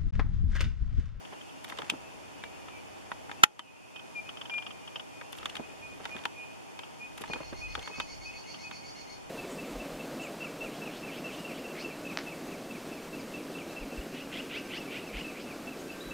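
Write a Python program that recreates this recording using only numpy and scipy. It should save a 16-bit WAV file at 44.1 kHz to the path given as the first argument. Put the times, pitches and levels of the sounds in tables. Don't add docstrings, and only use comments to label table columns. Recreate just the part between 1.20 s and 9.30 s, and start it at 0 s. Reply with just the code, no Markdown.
import sys
import numpy as np
from scipy import signal
from scipy.fft import rfft, irfft, next_fast_len
from scipy.io import wavfile
from scipy.ndimage import uniform_filter1d

SR = 44100
rng = np.random.default_rng(int(sys.argv[2]) if len(sys.argv) > 2 else 0)


def output_pcm(signal):
    pcm = np.clip(np.atleast_2d(signal).T, -1, 1) * 32767
    wavfile.write(sys.argv[1], SR, np.round(pcm).astype(np.int16))


N = 357077
TIME = np.arange(N) / SR
SIZE = next_fast_len(N, real=True)
FREQ = np.fft.rfftfreq(SIZE, 1 / SR)


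def amp(db):
    return 10 ** (np.asarray(db) / 20)


def unit(x):
    return x / np.sqrt(np.mean(x ** 2) + 1e-20)


def read(points, hz):
    f, value = np.transpose(points)
    return np.interp(np.log(hz + 1), np.log(np.maximum(f, 0) + 1), value)


def add(mix, s, sound):
    part = mix[:, max(round(s * SR), 0):][:, :sound.shape[1]]
    part += sound[:, :part.shape[1]]


def band(x, lo_hz, hi_hz, order=2):
    return signal.sosfilt(signal.butter(order, [lo_hz, min(hi_hz, .49 * SR)], "band", fs=SR, output="sos"), x)


def drift(rate):
    knots = np.arange(0, N / SR + 1, .5 / rate)
    return unit(np.interp(TIME, knots, rng.standard_normal(len(knots))))


def colour(x, points, tilt_db=0, size=4096):
    hz = np.fft.rfftfreq(size, 1 / SR)
    gain_db = read(points, hz) + tilt_db * np.log2(hz / 2000 + .1)
    log_gain = np.log(amp(np.maximum(gain_db, -100)))
    mirrored = np.r_[log_gain, log_gain[-2:0:-1]]
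    taps = np.fft.ifft(np.exp(signal.hilbert(mirrored).conj())).real
    return signal.fftconvolve(x, taps[None], axes=1)[:, :x.shape[1]]


def mid_side(mid, side):
    return np.array([mid + side, mid - side])


def widen(x, side_db):
    return mid_side(x.mean(0), (x[0] - x[1]) / 2 * amp(side_db))


def trees(x, wet_db, t60):
    t = np.arange(SR) / SR
    echoes = rng.standard_normal((2, SR)) * (rng.random((2, SR)) < 2000 / SR)
    taps = echoes * amp(-60 * t / t60) * (t > .006)
    taps = taps / np.linalg.norm(taps, axis=1, keepdims=True)
    tail = signal.fftconvolve(x, taps, axes=1)[:, :N]
    return (x + amp(wet_db) * tail) / np.hypot(1, amp(wet_db))


# [t/s, length/s, mid-glide f/Hz, rise/Hz, direct level/dB, left over right/dB, echo over direct/dB]
WHISTLE_CALLS = [(1.205, 0.088, 2330, 0, -59.5, -3, -20), (1.509, 0.11, 2335, -3, -62, -11.5, -20),
                 (2.46, 0.075, 2505, 60, -59.5, -12.5, -15), (2.73, 0.095, 2505, 48, -54.5, -11.5, -19),
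                 (2.943, .078, 2402, -14, -41.5, 5, -24), (3.04, 0.085, 2525, 61, -56, -5, -10),
                 (3.292, 0.13, 2406, -16, -38.5, 5.5, -37), (3.926, 0.096, 2463, 17, -61.5, -1, -6),
                 (4.41, 0.065, 2503, 51.5, -57, -2, -2), (4.61, 0.084, 2465, 54, -50.5, -3, -4),
                 (4.896, 0.078, 2450, 34, -47, -4, -12), (5.153, 0.12, 2456, 53, -50, -3, -7),
                 (5.791, 0.095, 2470, 53, -47.5, -1, -21), (6.093, 0.086, 2476, 36, -44.5, 0, -14),
                 (6.398, 0.096, 2497, 72, -44.5, -1, -6.5), (6.695, 0.1, 2535, 17, -49, -1, -2),
                 (7.04, 0.088, 2523, 9, -48, 0, -3.5), (7.425, .08, 2520, 14, -49, 1, -5)]
ECHO_S = .068


def whistles(waver=0.0037, flutter=0.12, scatter_db=-50, nearness=0.49):
    direct, scattered, wobble = np.zeros((2, N)), np.zeros((2, N)), drift(45)
    for s, length, hz, rise_hz, db, pan_db, echo_db in WHISTLE_CALLS:
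        u = np.linspace(0, 1, int(max(length, .02) * SR))
        now = int(abs(s) * SR) + np.arange(len(u))
        pitch = (hz + rise_hz * (u - .5)) * (1 + waver * wobble[now])
        tone = np.sin(2 * np.pi * np.cumsum(pitch) / SR + np.array([[0], [.9]]))
        tone = unit(tone * signal.windows.tukey(len(u), .7) * (1 + flutter * wobble[-now]))
        add(direct, s, amp([[db + pan_db / 2], [db - pan_db / 2]]) * tone)
        add(direct, s + ECHO_S, amp(db + echo_db) * tone)
        add(scattered, s, amp(scatter_db + nearness * (db + 38.0)) * tone)
    return direct + trees(scattered, wet_db=5.0, t60=0.85)


RUN_START_S, CHIP_GAP_S, CHIP_QUICKEN_S = 6.062, .1378, .0014
CHIP_TOP_HZ, CHIP_SAG_HZ, CHIP_TOP_DB, CHIP_SAG_DB, RUN_CREST = 2260, 75.6, -50, 4.5, .56


def chip_run(count=15):
    k = np.arange(count)
    sag = (k / (count - 1) / RUN_CREST - 1) ** 2
    starts = RUN_START_S + k * CHIP_GAP_S - CHIP_QUICKEN_S * k * (k - 1) / 2
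    return np.transpose([starts, CHIP_TOP_HZ - CHIP_SAG_HZ * sag, CHIP_TOP_DB - CHIP_SAG_DB * sag])


# [relative level/dB], before each one's envelope
CHIP_HARMONICS_DB = [-5.5, 0.5, -8.5]


def chips(length=0.1, scoop=0.11, rasp_db=-2.5, rough=0.016, stray=0.0107, rasp_hz=950, uneven_db=1.5):
    out, u, run = np.zeros((2, N)), np.linspace(0, 1, int(length * SR)), chip_run()
    qualities = rng.uniform(0.756, 1.245, (len(run), 3))
    for (s, hz, db), (depth, grit, late) in zip(run, qualities):
        jitter = unit(band(rng.standard_normal(len(u)), 31, 580))
        glide = scoop * depth * (1 - u) ** (6 * late)
        pitch = hz * (1 + stray * rng.uniform(-0.98, 1) - glide + rough * jitter)
        turns = np.cumsum(pitch) / SR
        first, second, third = (amp(level) * np.sin(2 * np.pi * (k + 1) * turns)
                                for k, level in enumerate(CHIP_HARMONICS_DB))
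        tone = first * 2 * (1 - u) ** 2 + second * np.sin(np.pi * u) + third * np.sqrt(1 - u)
        hoarse = band(rng.standard_normal(len(u)), 40, rasp_hz, order=3)
        rasp = unit(hoarse * np.sin(2 * np.pi * 2.36 * turns))
        rasp = rasp * np.exp(-((u - 0.59 * late) / 0.45) ** 2)
        note = (unit(tone) + grit * amp(rasp_db) * rasp) * signal.windows.tukey(len(u), .3)
        add(out, s, amp(db + uneven_db * rng.uniform(-1.2, 1, (2, 1))) * unit(note))
    return out


TAKE_OFF_S, WING_RISE_S, WING_DB, WING_FADE_DB_PER_S = 7.2, .18, -57, 15


def wings(beat_hz=40, waver=0.0402):
    turns = np.cumsum(beat_hz * (1 + waver * drift(3.7))) / SR
    puffs = np.exp(-(turns % 1) / 0.06) * (1 + .5 * rng.standard_normal(N))
    flown = np.maximum(TIME - TAKE_OFF_S, 0)
    swell = np.minimum(flown / WING_RISE_S, 1) ** 2
    return unit(band(puffs, 132, 330)) * swell * amp(WING_DB - WING_FADE_DB_PER_S * flown)


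def handling():
    return grip() + zoom_motor() + rubbing() + clicks() + lens_steps() + bumps() + switch() + tinkles() + scratches()


# [t/s, relative level/dB, treble tilt/(dB per octave)]
SWITCH_CONTACTS = [(2.2332, -17.5, -1), (2.2352, -9.5, 4.5), (2.2365, 7, 0), (2.2387, -4, -1.5),
                   (2.2411, -3, 1.5)]
# [f/Hz, relative density/(dB per Hz)]
SWITCH_SPECTRUM = [(25, -17), (150, -15), (400, -13.5), (600, -15.5), (780, -11), (1100, -2), (1350, 1),
                   (1850, -0.5), (2300, -5.5), (3100, -2.5), (4700, -17.5), (7000, -13), (8100, -29),
                   (9400, -19.5), (15500, -36)]
# [f/Hz, level before scatter and widening/dB, t60/s]
SWITCH_MODES = [(847, -26.5, 0.14), (1390, -33, 0.11), (2500, -35, 0.098), (2950, -39, .08)]


def switch(level_db=-23.5, tail_db=-25, lag_s=0.00026, grit_db=-27, grit_t60=0.023, side_db=3.0):
    out, t = np.zeros((2, N)), np.arange(4096) / SR
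    for s, db, tilt_db in SWITCH_CONTACTS:
        blow = rng.standard_normal((2, len(t))) * amp(grit_db - 60 * t / grit_t60)
        blow[1, 0] += 1
        blow[0, round(abs(lag_s) * SR)] += 1
        add(out, s, amp(level_db + db) * unit(colour(blow, SWITCH_SPECTRUM, tilt_db)))
    ring = sum(amp(db - 60 * t / t60) * np.sin(2 * np.pi * (hz * t + rng.random((2, 1)) / 4))
               for hz, db, t60 in SWITCH_MODES)
    add(out, SWITCH_CONTACTS[2][0], ring)
    return trees(widen(out, side_db=side_db), wet_db=tail_db, t60=0.071)


# [lowest f/Hz (chance adds up to 3 %), relative level/dB, t60/s]
SHELL_MODES = [(823, 12, 0.061), (925, 9, 0.0745), (1250, 12.5, 0.036), (1490, -26, 0.053),
               (2000, -48, 0.014), (2773, -16, 0.059), (3022, 10.5, 0.049), (3276, 9, 0.039),
               (6830, 21, 0.005)]


def contact(t60, ring_db, grit_db, rise=0.00027, size=2048):
    t = np.arange(size) / SR
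    scatter = rng.standard_normal((2, size)) * amp(-60 * t / t60) * (1 - np.exp(-t / rise))
    ring = sum(amp(db - 60 * t / life)
               * np.sin(2 * np.pi * (hz * rng.uniform(1.0, 1.03) * t + rng.random((2, 1))))
               for hz, db, life in SHELL_MODES)
    blow = amp(grit_db) * unit(scatter) + amp(ring_db) * unit(ring)
    blow[0, 0] += np.sqrt(size)
    add(blow[1:], rng.uniform(0, 0.00033), np.full((1, 1), np.sqrt(size)))
    return unit(blow) / np.sqrt(size)


# [t/s, peak level before trim/dB, hardness/dB]
FINGER_CLICKS = [(0.444, -29.5, 1.5), (0.498, -32, 3), (0.522, -29.5, -10), (0.586, -26, 2),
                 (0.618, -27, -5), (0.6945, -29, -1), (0.698, -13, 12.5), (1.237, -28, -3.5),
                 (1.483, -34.5, -4.5), (1.916, -21.5, -10.5), (2.094, -31.5, -14.5), (2.113, -28.5, -3.5),
                 (2.392, -18.5, 0), (4.012, -31, -8.5), (4.128, -29.5, 2.5), (4.184, -35, 14),
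                 (4.229, -30, -5), (4.256, -20.5, 2.5), (4.296, -31, 11), (4.353, -26.5, 7),
                 (4.366, -28, 4), (4.853, -24, -2.5), (4.964, -29, 0), (5.053, -17, -1.5), (5.59, -28.5, 0),
                 (5.978, -33.5, 1), (6.017, -31.5, 6), (6.037, -27, -10), (6.133, -21.5, -2),
                 (6.329, -34.5, -8), (6.551, -21, -1), (6.674, -27.5, -4), (6.799, -20, -0.5),
                 (7.511, -31, -1.5)]
THUD_DB, RING_DB, SNAP_DB = -11.5, -1, -15.5
THUD_LOSS, SNAP_GAIN = 0.12, 1.2
FUMBLE_TICKS_PER_S, FUMBLE_TICK_DB, FUMBLE_HARDNESS_DB = 22, 13.5, 1


def clicks(trim_db=1.5, travel_s=.0006):
    out = np.zeros((2, N))
    ticks = fumbles(FUMBLE_TICKS_PER_S, FUMBLE_TICK_DB, FUMBLE_HARDNESS_DB, spread=14)
    for s, peak_db, hard_db in FINGER_CLICKS + ticks:
        blow = contact(t60=0.024, ring_db=-2.0, grit_db=9, rise=0.00043)
        thud = band(blow, 193, 670)
        knock = band(blow, 860, 2030, order=3)
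        ring = band(blow, 2480, 3800, order=3)
        snap = band(band(blow, 6000, 12000), 3500, 6700, order=1)
        parts = [(THUD_DB - THUD_LOSS * hard_db, thud), (0, knock),
                 (RING_DB + hard_db, ring), (SNAP_DB + SNAP_GAIN * hard_db, snap)]
        click = sum(amp(db) * unit(part) for db, part in parts)
        crest = np.sort(abs(click).ravel())[-8:].mean()
        add(out, s + travel_s, widen(amp(peak_db + trim_db) * click / crest, side_db=-2.0))
    return out


# [t/s, level before trim/dB, f/Hz]
HAND_BUMPS = [(0.124, -35, 657), (0.590, -30.5, 520), (0.737, -31, 308), (4.396, -27.5, 327),
              (6.098, -29, 360), (6.159, -30, 493), (6.204, -33.5, 260), (6.326, -31, 330),
              (6.783, -32.5, 288)]
FUMBLE_BUMPS_PER_S, FUMBLE_BUMP_DB, FUMBLE_HZ = 10, 17.5, 510


def bumps(trim_db=-13.5):
    out = np.zeros((2, N))
    small_bumps = fumbles(FUMBLE_BUMPS_PER_S, FUMBLE_BUMP_DB, FUMBLE_HZ, spread=170)
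    for s, db, hz in HAND_BUMPS + small_bumps:
        blow = band(contact(t60=0.081, ring_db=-12, grit_db=12.5), hz * .5, hz * 1.56, order=1)
        add(out, s, amp(db + trim_db) * unit(band(blow, 68, hz * 3.35)))
    return out


# [from t/s, to t/s, level before fades/dB]
SKIN_RUBS = [(0.439, 0.714, -53), (4.122, 4.445, -56), (4.801, 5.056, -54.5), (5.967, 6.238, -54),
             (6.518, 6.828, -54)]
# [f/Hz, relative level/dB]
RUB_SPECTRUM = [(60, -27), (330, -2), (600, -1.5), (1200, 3.5), (2000, 1.5), (3100, -3), (4500, -6.5),
                (10000, -17), (15000, -37)]


def rubbing(slips_per_s=700, spread_db=3):
    out = np.zeros((2, N))
    for start, end, db in SKIN_RUBS:
        size = int((end - start) * SR)
        sizes_db = spread_db * np.minimum(rng.exponential(1, size), 2)
        slips = (rng.random(size) < slips_per_s / SR) * amp(sizes_db)
        grains = colour(slips * rng.uniform(-0.81, 1, (2, size)), RUB_SPECTRUM)
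        add(out, start, amp(db) * unit(grains) * signal.windows.tukey(size, .3))
    return out


def fumbles(per_s, over_db, middle, spread, spread_db=5.5):
    rows = []
    for start, end, db in SKIN_RUBS:
        slots = np.arange(start, end - .5 / per_s, 1 / per_s)
        for s, (late, size, quality) in zip(slots, rng.uniform(-1.1, 1, (20, 3))):
            rows.append((s + (1 + late) / 2 / per_s, db + over_db + spread_db * size, middle + spread * quality))
    return rows


# [t/s, length/s, level before fades/dB]
NAIL_SCRATCHES = [(0.44, 0.013, -49), (0.481, 0.032, -54), (4.122, 0.013, -48), (4.159, .035, -56),
                  (5.974, .012, -49), (6.006, .018, -47)]
# [f/Hz, relative level/dB]
SCRATCH_SPECTRUM = [(500, -20), (3000, -3), (6000, -2), (9000, -1), (12000, 1), (15500, -23)]


def scratches(slips_per_s=2500):
    out = np.zeros((2, N))
    for s, length, db in NAIL_SCRATCHES:
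        size = int(max(length, .004) * SR)
        slips = rng.standard_normal((2, size)) * (rng.random(size) < slips_per_s / SR)
        add(out, s, amp(db) * unit(colour(slips, SCRATCH_SPECTRUM)) * signal.windows.tukey(size, .5))
    return out


# [t/s, starting level/dB]
FITTING_JARS = [(2.392, -35), (6.803, -43)]


def tinkles(hz=3060, t60=0.11):
    out, t = np.zeros((2, N)), np.arange(SR // 4) / SR
    for s, db in FITTING_JARS:
        add(out, s, amp(db - 60 * t / t60) * np.sin(2 * np.pi * (hz * t + rng.random((2, 1)) / 4)))
    return out


# [start t/s, steps, gap/s, level before trim/dB]
LENS_BURSTS = [(0.05, 4, .0805, -41.5), (2.7605, 2, 0.033, -34), (3.0908, 2, .08, -33),
               (3.2127, 8, 0.042, -32.5), (3.676, 1, .04, -36.5), (3.758, 2, .0386, -29),
               (5.634, 1, .04, -38.5), (7.343, 1, .04, -39)]
# [f/Hz, relative level/dB]
LENS_SPECTRUM = [(100, -42), (600, -3), (1200, 3), (2100, -8.5), (2700, 5), (3100, 10.5), (3500, 0.5),
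                 (4200, -18), (5200, -9.5), (7000, -42), (15000, -45)]
BACK_STEP_DB = -4.5


def lens_steps(trim_db=-12):
    out = np.zeros((2, N))
    for start, steps, gap, db in LENS_BURSTS:
        for k in range(round(steps)):
            tick = colour(contact(t60=0.038, ring_db=-17, grit_db=7, rise=0.0018), LENS_SPECTRUM)
            add(out, start + k * gap, amp(db + trim_db + BACK_STEP_DB * (k % 2)) * unit(tick))
    return out


# [from t/s, to t/s, mid level before fades/dB]
ZOOM_RUNS = [(.4, 2.4, -59), (4.15, 5.08, -57.5)]
# [f/Hz, relative level/dB]
ZOOM_SPECTRUM = [(30, -14), (85, 3), (150, -5.5), (280, -3.5), (420, 0.5), (640, -2), (1100, -9.5),
                 (3000, -12), (15000, -40)]


def zoom_motor(width_db=-4):
    out = np.zeros((2, N))
    for start, end, db in ZOOM_RUNS:
        noise = rng.standard_normal((2, int((end - start) * SR)))
        mid, side = unit(colour(noise, ZOOM_SPECTRUM))
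        purr = mid_side(mid, side * amp(width_db))
        add(out, start, amp(db) * purr * signal.windows.tukey(len(mid), .15))
    return out


# [t/s, level before drift and mid/side trims/dB]
GRIP_LEVELS = [(5.85, -70), (6.61, -53), (6.72, -87), (6.78, -55), (6.89, -65), (7.17, -66), (7.18, -77),
               (8.08, -70), (8.1, -74)]


def grip(mid_db=-1, side_db=8):
    mid, side = unit(band(rng.standard_normal((2, N)), 23, 83)) * amp([[mid_db], [side_db]])
    level_db = np.interp(TIME, *np.transpose(GRIP_LEVELS), left=-88)
    return mid_side(mid, side) * amp(level_db + 2 * drift(7.5))


def chorus(count=150, level_db=-61):
    out, u = np.zeros((2, N)), np.linspace(0, 1, int(.08 * SR))
    for when, pitch, size, side in rng.random((count, 4)):
        turns = np.cumsum(2400 + 480 * pitch ** 2 + 40 * u) / SR
        tone = np.sin(2 * np.pi * turns) * np.sin(np.pi * u)
        add(out, when * N / SR, amp(5.8 * size) * np.sqrt([[side], [1 - side]]) * tone)
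    return amp(level_db) * unit(trees(out, wet_db=2.0, t60=1.0))


# [f/Hz, relative density/(dB per Hz)]
AIR_SPECTRUM = [(25, -36), (90, -7), (250, -3), (420, -3.5), (650, -1.5), (930, -2), (1200, -6),
                (1600, -8.5), (2200, -8), (2900, -4), (4000, -15), (6400, -15), (10900, -22), (14000, -31),
                (15500, -56)]
# [f/Hz, full width at 1/e/Hz, height/dB]
AIR_HUMPS = [(281, 34, 3.5), (637, 25, 7), (784, 93, 5), (925, 130, 3.5), (2770, 240, -3.5),
             (3100, 740, -1), (1970, 850, -1)]
# [f/Hz, side over mid level/dB]
AIR_WIDTH = [(60, 19.5), (200, 10.5), (380, 11.5), (700, 2.5), (1290, 5), (2400, 2), (3200, -3), (4400, 1),
             (8000, 0), (15000, 1.5)]


def air(mid_db=-53.52):
    humps_db = sum(db * np.exp(-(2 * (FREQ - hz) / width) ** 2) for hz, width, db in AIR_HUMPS)
    shape_db = read(AIR_SPECTRUM, FREQ) + humps_db
    mid, side = rfft(rng.standard_normal((2, SIZE))) * amp(shape_db)
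    mid = irfft(mid, SIZE)[:N]
    side = irfft(side * amp(read(AIR_WIDTH, FREQ)), SIZE)[:N]
    return amp(mid_db) * mid_side(mid, side) / mid.std()


def scene():
    run_of_chips = trees(chips(), wet_db=1, t60=.38)
    return whistles() + run_of_chips + wings() + handling() + chorus() + air()


NOTCH_CENTRES_HZ = (3950, 7900)
EDGE_HZ = 15500
DUCK_DB, RECOVERY_DB_PER_S = 10.5, 16


def record(dry, notch_db=-17, notch_hz=95):
    power_db = 10 * np.log10(abs(uniform_filter1d((dry ** 2).mean(0), size=220)) + 1e-12)
    over_db = np.clip(2 * (power_db + 22), 0, DUCK_DB)
    fall = TIME * RECOVERY_DB_PER_S
    held_db = np.maximum.accumulate(over_db + fall) - fall
    lag = np.exp(-1 / (.02 * SR))
    ducked = dry / amp(signal.lfilter([1 - lag], [1, -lag], held_db))
    dips_db = sum(notch_db * np.exp(-((FREQ - hz) / notch_hz) ** 2) for hz in NOTCH_CENTRES_HZ)
    out = np.clip(irfft(rfft(ducked, SIZE) * amp(dips_db), SIZE)[:, :N], -1, 1)
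    low_pass = signal.firwin(511, EDGE_HZ, window=("kaiser", 9), fs=SR)
    return signal.oaconvolve(out, low_pass[None], "same")


dry = scene()
out = record(dry)
output_pcm(out)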